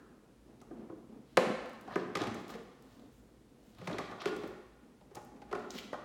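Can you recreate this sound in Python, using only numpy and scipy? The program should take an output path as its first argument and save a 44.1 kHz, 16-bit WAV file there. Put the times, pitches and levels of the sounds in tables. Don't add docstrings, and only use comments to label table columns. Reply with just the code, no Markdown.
import sys
import numpy as np
from scipy import signal
from scipy.fft import rfft, irfft, next_fast_len
from scipy.io import wavfile

SR = 44100
rng = np.random.default_rng(int(sys.argv[2]) if len(sys.argv) > 2 else 0)


def bounce(signal):
    frames = np.transpose(np.atleast_2d(signal))
    limited = np.clip(frames, -1, 1)
    pcm = np.round(limited * 32767).astype(np.int16)
    wavfile.write(sys.argv[1], SR, pcm)


def voltage_ratio(decibels):
    exponent = np.asarray(decibels, float) / 20
    return 10 ** exponent


N = 266628
LEAD = round(0.3 * SR)

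# (frequency [Hz], relative level [dB], t60 [s])
PANEL_MODES = [(620, -0.5, 0.012), (774.6, 5.5, 0.014), (796.3, 2.5, 0.025), (1038, -5.5, 0.014),
               (1165, -1.5, 0.015), (1218, -4, 0.028), (1440, -5, 0.016), (1520, -7, 0.015),
               (1797, -7, 0.0092), (1919, -15.5, 0.03), (2120, -24, 0.0067), (2220, -20, 0.0043)]


def rms_one(x):
    return x / np.sqrt(np.mean(x ** 2) + 1e-20)


def peak_one(x):
    return x / np.max(np.abs(x))


def loud_one(x):
    return x / np.sqrt(np.sum(x ** 2) / (0.02 * SR))


def at_hz(points, hz):
    table_hz, values = np.array(points).T
    return np.interp(np.log(hz), np.log(table_hz), values)


def coloured(x, spectrum):
    size = next_fast_len(len(x) + 512)
    hz = np.maximum(np.arange(size // 2 + 1) * SR / size, 1)
    return irfft(rfft(x, size) * voltage_ratio(at_hz(spectrum, hz)), size)[:len(x)]


def drift(knots_per_s):
    knots = rng.standard_normal(400)
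    return np.interp(np.arange(N) / SR * knots_per_s, np.arange(400), knots)


def resonance(x, hz, width_hz):
    r = np.exp(-np.pi * width_hz / SR)
    poles = [1, -2 * r * np.cos(2 * np.pi * hz / SR), r * r]
    return signal.lfilter([(1 - r * r) / 2, 0, (r * r - 1) / 2], poles, x)


def contacts(luck, decay_s):
    t = np.arange(len(luck)) / SR
    tones = rfft(luck * voltage_ratio(-60 * t / decay_s))
    even = irfft(tones / np.abs(tones), len(t))
    onset = np.minimum(t / (0.046 * decay_s), 1)
    return even * voltage_ratio(-60 * t / (3 * decay_s)) * onset


def struck(modes, luck, touch):
    t = np.arange(len(touch)) / SR
    hz, db, t60_s = np.array(modes).T[:, :, None]
    chance_db = 2.0 * luck[:len(modes), None]
    rings = voltage_ratio(db + chance_db - 60 * t / t60_s) * np.sin(2 * np.pi * hz * t)
    signs = (-1) ** np.arange(len(modes))[:, None]
    return loud_one(signal.fftconvolve((signs * rings).sum(axis=0), touch)[:len(t)])


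def grains(per_s, spread_db):
    sizes = voltage_ratio(spread_db * np.minimum(rng.exponential(1, N), 4)) * rng.choice([-1, 1], N)
    return sizes * (rng.random(N) < per_s / SR) + 1e-18


def strokes(rows):
    powers, t = np.zeros((2, N)), np.arange(N) / SR
    for s, swell_s, fade_s, *levels_db in rows:
        before = (s - t) / max(swell_s, 0.002)
        after = (t - s) / max(fade_s, 0.002)
        shape = voltage_ratio(-20 * np.maximum(before, after))
        powers += (voltage_ratio(np.array(levels_db))[:, None] * shape) ** 2
    return np.sqrt(powers)


def add(out, s, sound):
    at = max(LEAD + round(s * SR), 0)
    out[at:at + len(sound)] += sound[:len(out) - at]


def knocks():
    # (time [s], struck thing's ring [dB], its pitch [Hz], panel clack [dB], crack [dB])
    knock_rows = [(-0.3, -28, 288, -41, -50), (0.611, -58, 377, -60.5, -70.5),
                  (0.707, -40, 333, -55.5, -81), (0.895, -39.5, 348, -55.5, -77),
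                  (0.918, -40.5, 321, -65, -81), (1.088, -49, 219, -79, -79), (1.12, -47, 230, -67, -80),
                  (1.3708, -17, 511, -25.5, -29.5), (1.874, -45, 746, -48.5, -63),
                  (1.957, -23, 350, -36.5, -49), (2.1519, -28.5, 1219, -43, -39),
                  (2.169, -36, 374, -43, -45), (2.206, -30.5, 303, -47, -53), (2.235, -34, 360, -43, -49.5),
                  (2.269, -35.5, 228, -44.5, -49), (2.308, -39, 219, -56, -63), (2.348, -37, 352, -54, -61),
                  (2.491, -49, 300, -49.5, -59), (2.537, -44, 227, -65, -56),
                  (2.548, -39.5, 473, -58.5, -60), (3.783, -57, 306, -62, -67),
                  (3.812, -41.5, 172, -55, -61.5), (3.841, -49, 180, -68, -64),
                  (3.872, -35, 170, -45, -45.5), (3.895, -38, 641, -45.5, -58),
                  (3.91, -38, 298, -49.5, -55), (3.935, -38.5, 379, -49, -62),
                  (3.983, -42, 386, -43.5, -44), (3.993, -40, 1135, -46, -75),
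                  (4.111, -41.5, 1117, -46.5, -60), (4.121, -57.5, 510, -56, -73),
                  (4.199, -55, 1157, -54.5, -76.5), (4.214, -41.5, 1174, -62, -51.5),
                  (4.256, -25, 414.5, -40.5, -41.5), (4.284, -41, 385, -67, -54.5),
                  (4.319, -36.5, 302, -49, -62), (4.362, -40, 353, -65, -70),
                  (4.433, -34.5, 346.5, -46.5, -58), (4.452, -37, 367, -61, -72),
                  (5.008, -60, 180, -60.5, -74.5), (5.108, -53, 384, -66, -74),
                  (5.148, -50.5, 497, -56.5, -63), (5.165, -42.5, 834, -52.5, -60),
                  (5.361, -54, 414, -68, -74), (5.416, -46.5, 810, -58, -63.5),
                  (5.487, -64, 1180, -71, -77), (5.511, -41.5, 417, -51, -58),
                  (5.527, -30.5, 412, -38.5, -51.5), (5.549, -39.5, 385, -44, -54.5),
                  (5.731, -46, 223, -73, -64), (5.747, -39.5, 231, -68, -59), (5.929, -61, 750, -39, -56),
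                  (5.939, -48, 1200, -42.5, -59), (5.951, -47.5, 327, -49.5, -69)]
    # (frequency [Hz], relative level [dB], t60 [s])
    boom_modes = [(129.6, -16, 0.066), (180, -2, 0.078), (248.6, -5, 0.11), (346, 8.5, 0.069),
                  (385, 7.5, 0.14), (430.5, 5.5, 0.13), (516, 8, 0.13)]
    # (frequency [Hz], relative level [dB per Hz])
    crack_spectrum = [(1200, -4.5), (2000, 4.5), (3000, -2), (5000, -7.5), (8000, -16.5), (12000, -24.5),
                      (16000, -38.5)]
    chatter_s, crack_t60_s = 0.031, 0.17
    ring_t60_s, ring_lag_s = 0.066, 0.0018
    boom_under_ring_db, soft_cut_hz = 10.5, 3600
    out, t = np.zeros(N + LEAD), np.arange(4096) / SR
    lucks = rng.standard_normal((len(knock_rows), len(t)))
    for (s, ring_db, ring_hz, clack_db, crack_db), luck in zip(knock_rows, lucks):
        softness = np.clip(voltage_ratio(0.99 * (-39 - clack_db)), 1, 3)
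        touch = contacts(luck, softness * chatter_s)
        crack = loud_one(coloured(touch * voltage_ratio(-60 * t / crack_t60_s), crack_spectrum))

        cut_hz = soft_cut_hz / softness ** 2
        dull = signal.lfilter([1], [1, -np.exp(-2 * np.pi * cut_hz / SR)], touch)
        clack = struck(PANEL_MODES, luck[40:], dull)
        add(out, s, voltage_ratio(crack_db) * crack + voltage_ratio(clack_db) * clack)

        push = t * np.exp(-t / (0.02 * chatter_s))
        swell = 1 - np.exp(-(t / (0.0022 * softness)) ** 2)
        ring_mode = (ring_hz, 0, ring_t60_s * (400 / ring_hz) ** 0.64)
        ring = peak_one(swell * struck([ring_mode], luck, push))
        boom = voltage_ratio(-boom_under_ring_db) * struck(boom_modes, luck[20:], push)
        add(out, s + ring_lag_s, voltage_ratio(ring_db) * (ring + boom))
    return signal.sosfilt(signal.butter(4, 115, "high", fs=SR, output="sos"), out)


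def shoves():
    # (time of peak [s], swell [s], fade [s], drag [dB], cabinet rocking [dB])
    shove_rows = [(0.89, 0.016, 0.13, -67.5, -62), (1.93, 0.063, 0.052, -44.5, -59),
                  (1.975, 0.011, 0.035, -41, -61), (2.04, 0.13, 0.13, -63, -58),
                  (2.2, 0.054, 0.19, -41.5, -50), (2.3, 0.18, 0.032, -54, -49), (2.4, 0.067, .15, -69, -78),
                  (2.535, 0.057, 0.12, -53, -81), (2.94, .2, 0.055, -68.5, -65), (3.05, .1, .3, -78, -67),
                  (3.826, .08, 0.09, -60, -52), (3.9, 0.077, 0.27, -49.5, -55),
                  (4.02, 0.2, 0.059, -51.5, -72), (4.12, 0.11, 0.18, -52, -75),
                  (4.25, 0.03, .012, -43.5, -62), (4.275, 0.0069, 0.031, -37.5, -44),
                  (4.48, 0.18, 0.12, -56, -59), (5.18, 0.056, 0.047, -54, -56),
                  (5.56, 0.057, 0.079, -45.5, -72), (5.648, .15, .05, -52.5, -64),
                  (5.725, .04, .3, -60.5, -70)]
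    slips = grains(per_s=2700, spread_db=3.5)
    rock = resonance(resonance(slips, 107, width_hz=20), 140, width_hz=87)
    drag = np.zeros(N)
    for k, (hz, db, t60_s) in enumerate(PANEL_MODES):
        drag += voltage_ratio(db) * (-1) ** k * rms_one(resonance(slips, hz, 2.1 / t60_s))
    drag_gain, rock_gain = strokes(shove_rows)
    return np.pad(drag_gain * rms_one(drag) + rock_gain * rms_one(rock), (LEAD, 0))


def rustles():
    # (time of peak [s], swell [s], fade [s], rustle [dB], crinkle [dB])
    brush_rows = [(1.298, .07, 0.28, -74, -81.5), (1.95, 0.11, .06, -58.5, -84),
                  (2.0, .06, 0.091, -59.5, -86), (2.204, .04, 0.11, -49.5, -76),
                  (2.4, 0.088, 0.12, -75, -73.5), (2.502, 0.017, 0.061, -59, -61),
                  (2.936, .3, 0.23, -75, -77), (3.14, 0.11, 0.27, -87, -75.5), (3.7, 0.2, .1, -80, -75),
                  (3.8, .07, 0.1, -66.5, -79), (3.86, 0.04, 0.074, -63, -70),
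                  (4.05, .25, 0.061, -58.5, -85), (4.206, 0.011, 0.049, -47.5, -80),
                  (4.275, .03, 0.029, -47.5, -66), (4.48, 0.35, .12, -74, -73),
                  (5.56, .08, 0.2, -66.5, -96), (5.706, 0.006, 0.047, -56, -62),
                  (5.75, .04, 0.054, -56, -60.5), (5.787, 0.035, 0.024, -43.5, -54),
                  (5.835, .03, 0.059, -58, -71)]
    # (frequency [Hz], relative level [dB per Hz])
    rustle_spectrum = [(1200, -9), (2000, 3), (3000, 7.5), (4200, 6), (6000, -5), (9000, -46)]
    crinkle_spectrum = [(4000, -22), (7000, -8), (10000, -15.5), (14000, -13), (16000, -12)]
    fine = grains(per_s=2400, spread_db=-0.5)
    rustle = rms_one(coloured(fine, rustle_spectrum))
    crinkle = rms_one(coloured(fine, crinkle_spectrum))
    rustle_gain, crinkle_gain = strokes(brush_rows)
    return np.pad(rustle_gain * rustle + crinkle_gain * crinkle, (LEAD, 0))


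def ticks():
    tick_rows = [(0.602, -60, 24, 9), (0.6145, -52.5, 5, 17), (1.6572, -50.5, 15, 9), (1.6934, -52, 14, 5),
                 (1.731, -54, 7, 3), (1.7445, -64, 11, 9), (1.8103, -51.5, -3, -0.5),
                 (2.2166, -33.5, 31, 18), (2.3436, -44.5, -12, 15), (2.48, -47, 9.5, 7), (2.491, -54, 0, 0),
                 (2.633, -62, -1, -5), (2.8225, -55.5, 1.5, 3), (2.9946, -58, 15, 4), (3.1294, -66, 9, -8),
                 (3.7484, -57, 17, 7), (3.7843, -54, 14, -1.5), (3.928, -42, 46, 27), (4.3635, -47, 7, 10),
                 (4.4752, -51, 11, 0), (5.1481, -49, 9, 9), (5.1535, -42, -1, 9), (5.218, -63, 2.5, -9),
                 (5.2474, -56, -15, -6), (5.5942, -53, 12, 9), (5.6244, -62, 18, 12),
                 (5.7049, -35, 29.5, 33)]
    out = np.zeros(N + LEAD)
    lucks = rng.standard_normal((len(tick_rows), 2048))
    for (s, db, dull_db, mid_db), luck in zip(tick_rows, lucks):
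        colour = [(1200, dull_db - 38), (3500, dull_db), (6500, mid_db), (12500, 0)]
        snap = contacts(luck, decay_s=0.027)
        add(out, s, voltage_ratio(db) * peak_one(coloured(snap, colour)))
    return out


def room(x):
    # (frequency [Hz], t60 [s])
    decay_t60 = [(100, 0.95), (300, 0.64), (1000, 1.21), (3000, 1.06), (8000, 0.83), (15000, .35)]
    # (frequency [Hz], relative level [dB])
    echo_tone = [(100, -21.5), (300, -17), (1000, -19.5), (3000, -19), (8000, -19), (15000, -18.5)]
    edges_hz = 25 * 2 ** np.arange(0, 9.6, 1 / 3)
    t = np.arange(round(1.2 * SR)) / SR
    white, echoes = rng.standard_normal((2, len(t))), np.zeros(len(t))
    for k, (low, high) in enumerate(zip(edges_hz, edges_hz[1:])):
        hz = np.sqrt(low * high)
        third_octave = signal.butter(2, [low, high], "band", fs=SR, output="sos")
        band = signal.sosfilt(third_octave, white[k % 2])
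        echoes += band * voltage_ratio(at_hz(echo_tone, hz) - 60 * t / at_hz(decay_t60, hz))
    onset = np.clip(t / 0.0014 - 0.3, 0, 1)
    return signal.fftconvolve(x, 0.11 * echoes * onset)[:len(x)]


def murmur(handled):
    rest_db, stirred_db, lag_s = -62.5, -4, 0.059
    r = np.exp(-1 / (lag_s * SR))
    bass_power = resonance(handled, 240, width_hz=122) ** 2
    stirred = signal.sosfilt([[1 - r, 0, 0, 1, -r, 0]] * 2, bass_power)[LEAD:]
    hum = resonance(resonance(rng.standard_normal(N), 228, width_hz=70), 236, width_hz=740)
    gain = np.sqrt(voltage_ratio(2 * rest_db) + voltage_ratio(2 * stirred_db) * stirred)
    return gain * voltage_ratio(3.8 * drift(knots_per_s=14)) * rms_one(hum)


def air():
    # (frequency [Hz], relative level [dB per Hz])
    air_spectrum = [(41, -1), (70, -9.5), (86, -17.5), (129, -1.5), (197, -21), (247, -16), (363, -22),
                    (482, -10.5), (579, -24), (943, -25), (1390, -26.5), (1740, -28), (9000, -36.5),
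                    (11700, -68), (19800, -120)]
    top_spectrum = [(6000, -27.5), (8500, -51), (9500, 2.5), (10200, 2.5), (11000, -2.5), (16000, -4.5)]
    air_db, top_db, hum_db, hum_hz = -64.5, -83.5, -70.5, 55
    hiss = rms_one(coloured(rng.standard_normal(N), air_spectrum))
    hiss_gain = voltage_ratio(air_db + 0.23 * drift(knots_per_s=5.2))
    top = rms_one(coloured(rng.standard_normal(N), top_spectrum))
    deep = resonance(resonance(rng.standard_normal(N), hum_hz, width_hz=4), hum_hz, width_hz=34.5)
    return hiss_gain * hiss + voltage_ratio(top_db) * top + voltage_ratio(hum_db) * rms_one(deep)


def scene():
    handled = knocks() + shoves() + rustles() + ticks()
    return ((handled + room(handled))[LEAD:] + murmur(handled) + air())[None]


def band_limit(x):
    return signal.sosfilt(signal.butter(12, 16520, fs=SR, output="sos"), x)


def record(dry):
    heard = signal.sosfilt(signal.butter(6, 44, "high", fs=SR, output="sos"), dry)
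    return band_limit(heard)


dry = scene()
out = record(dry)
bounce(out)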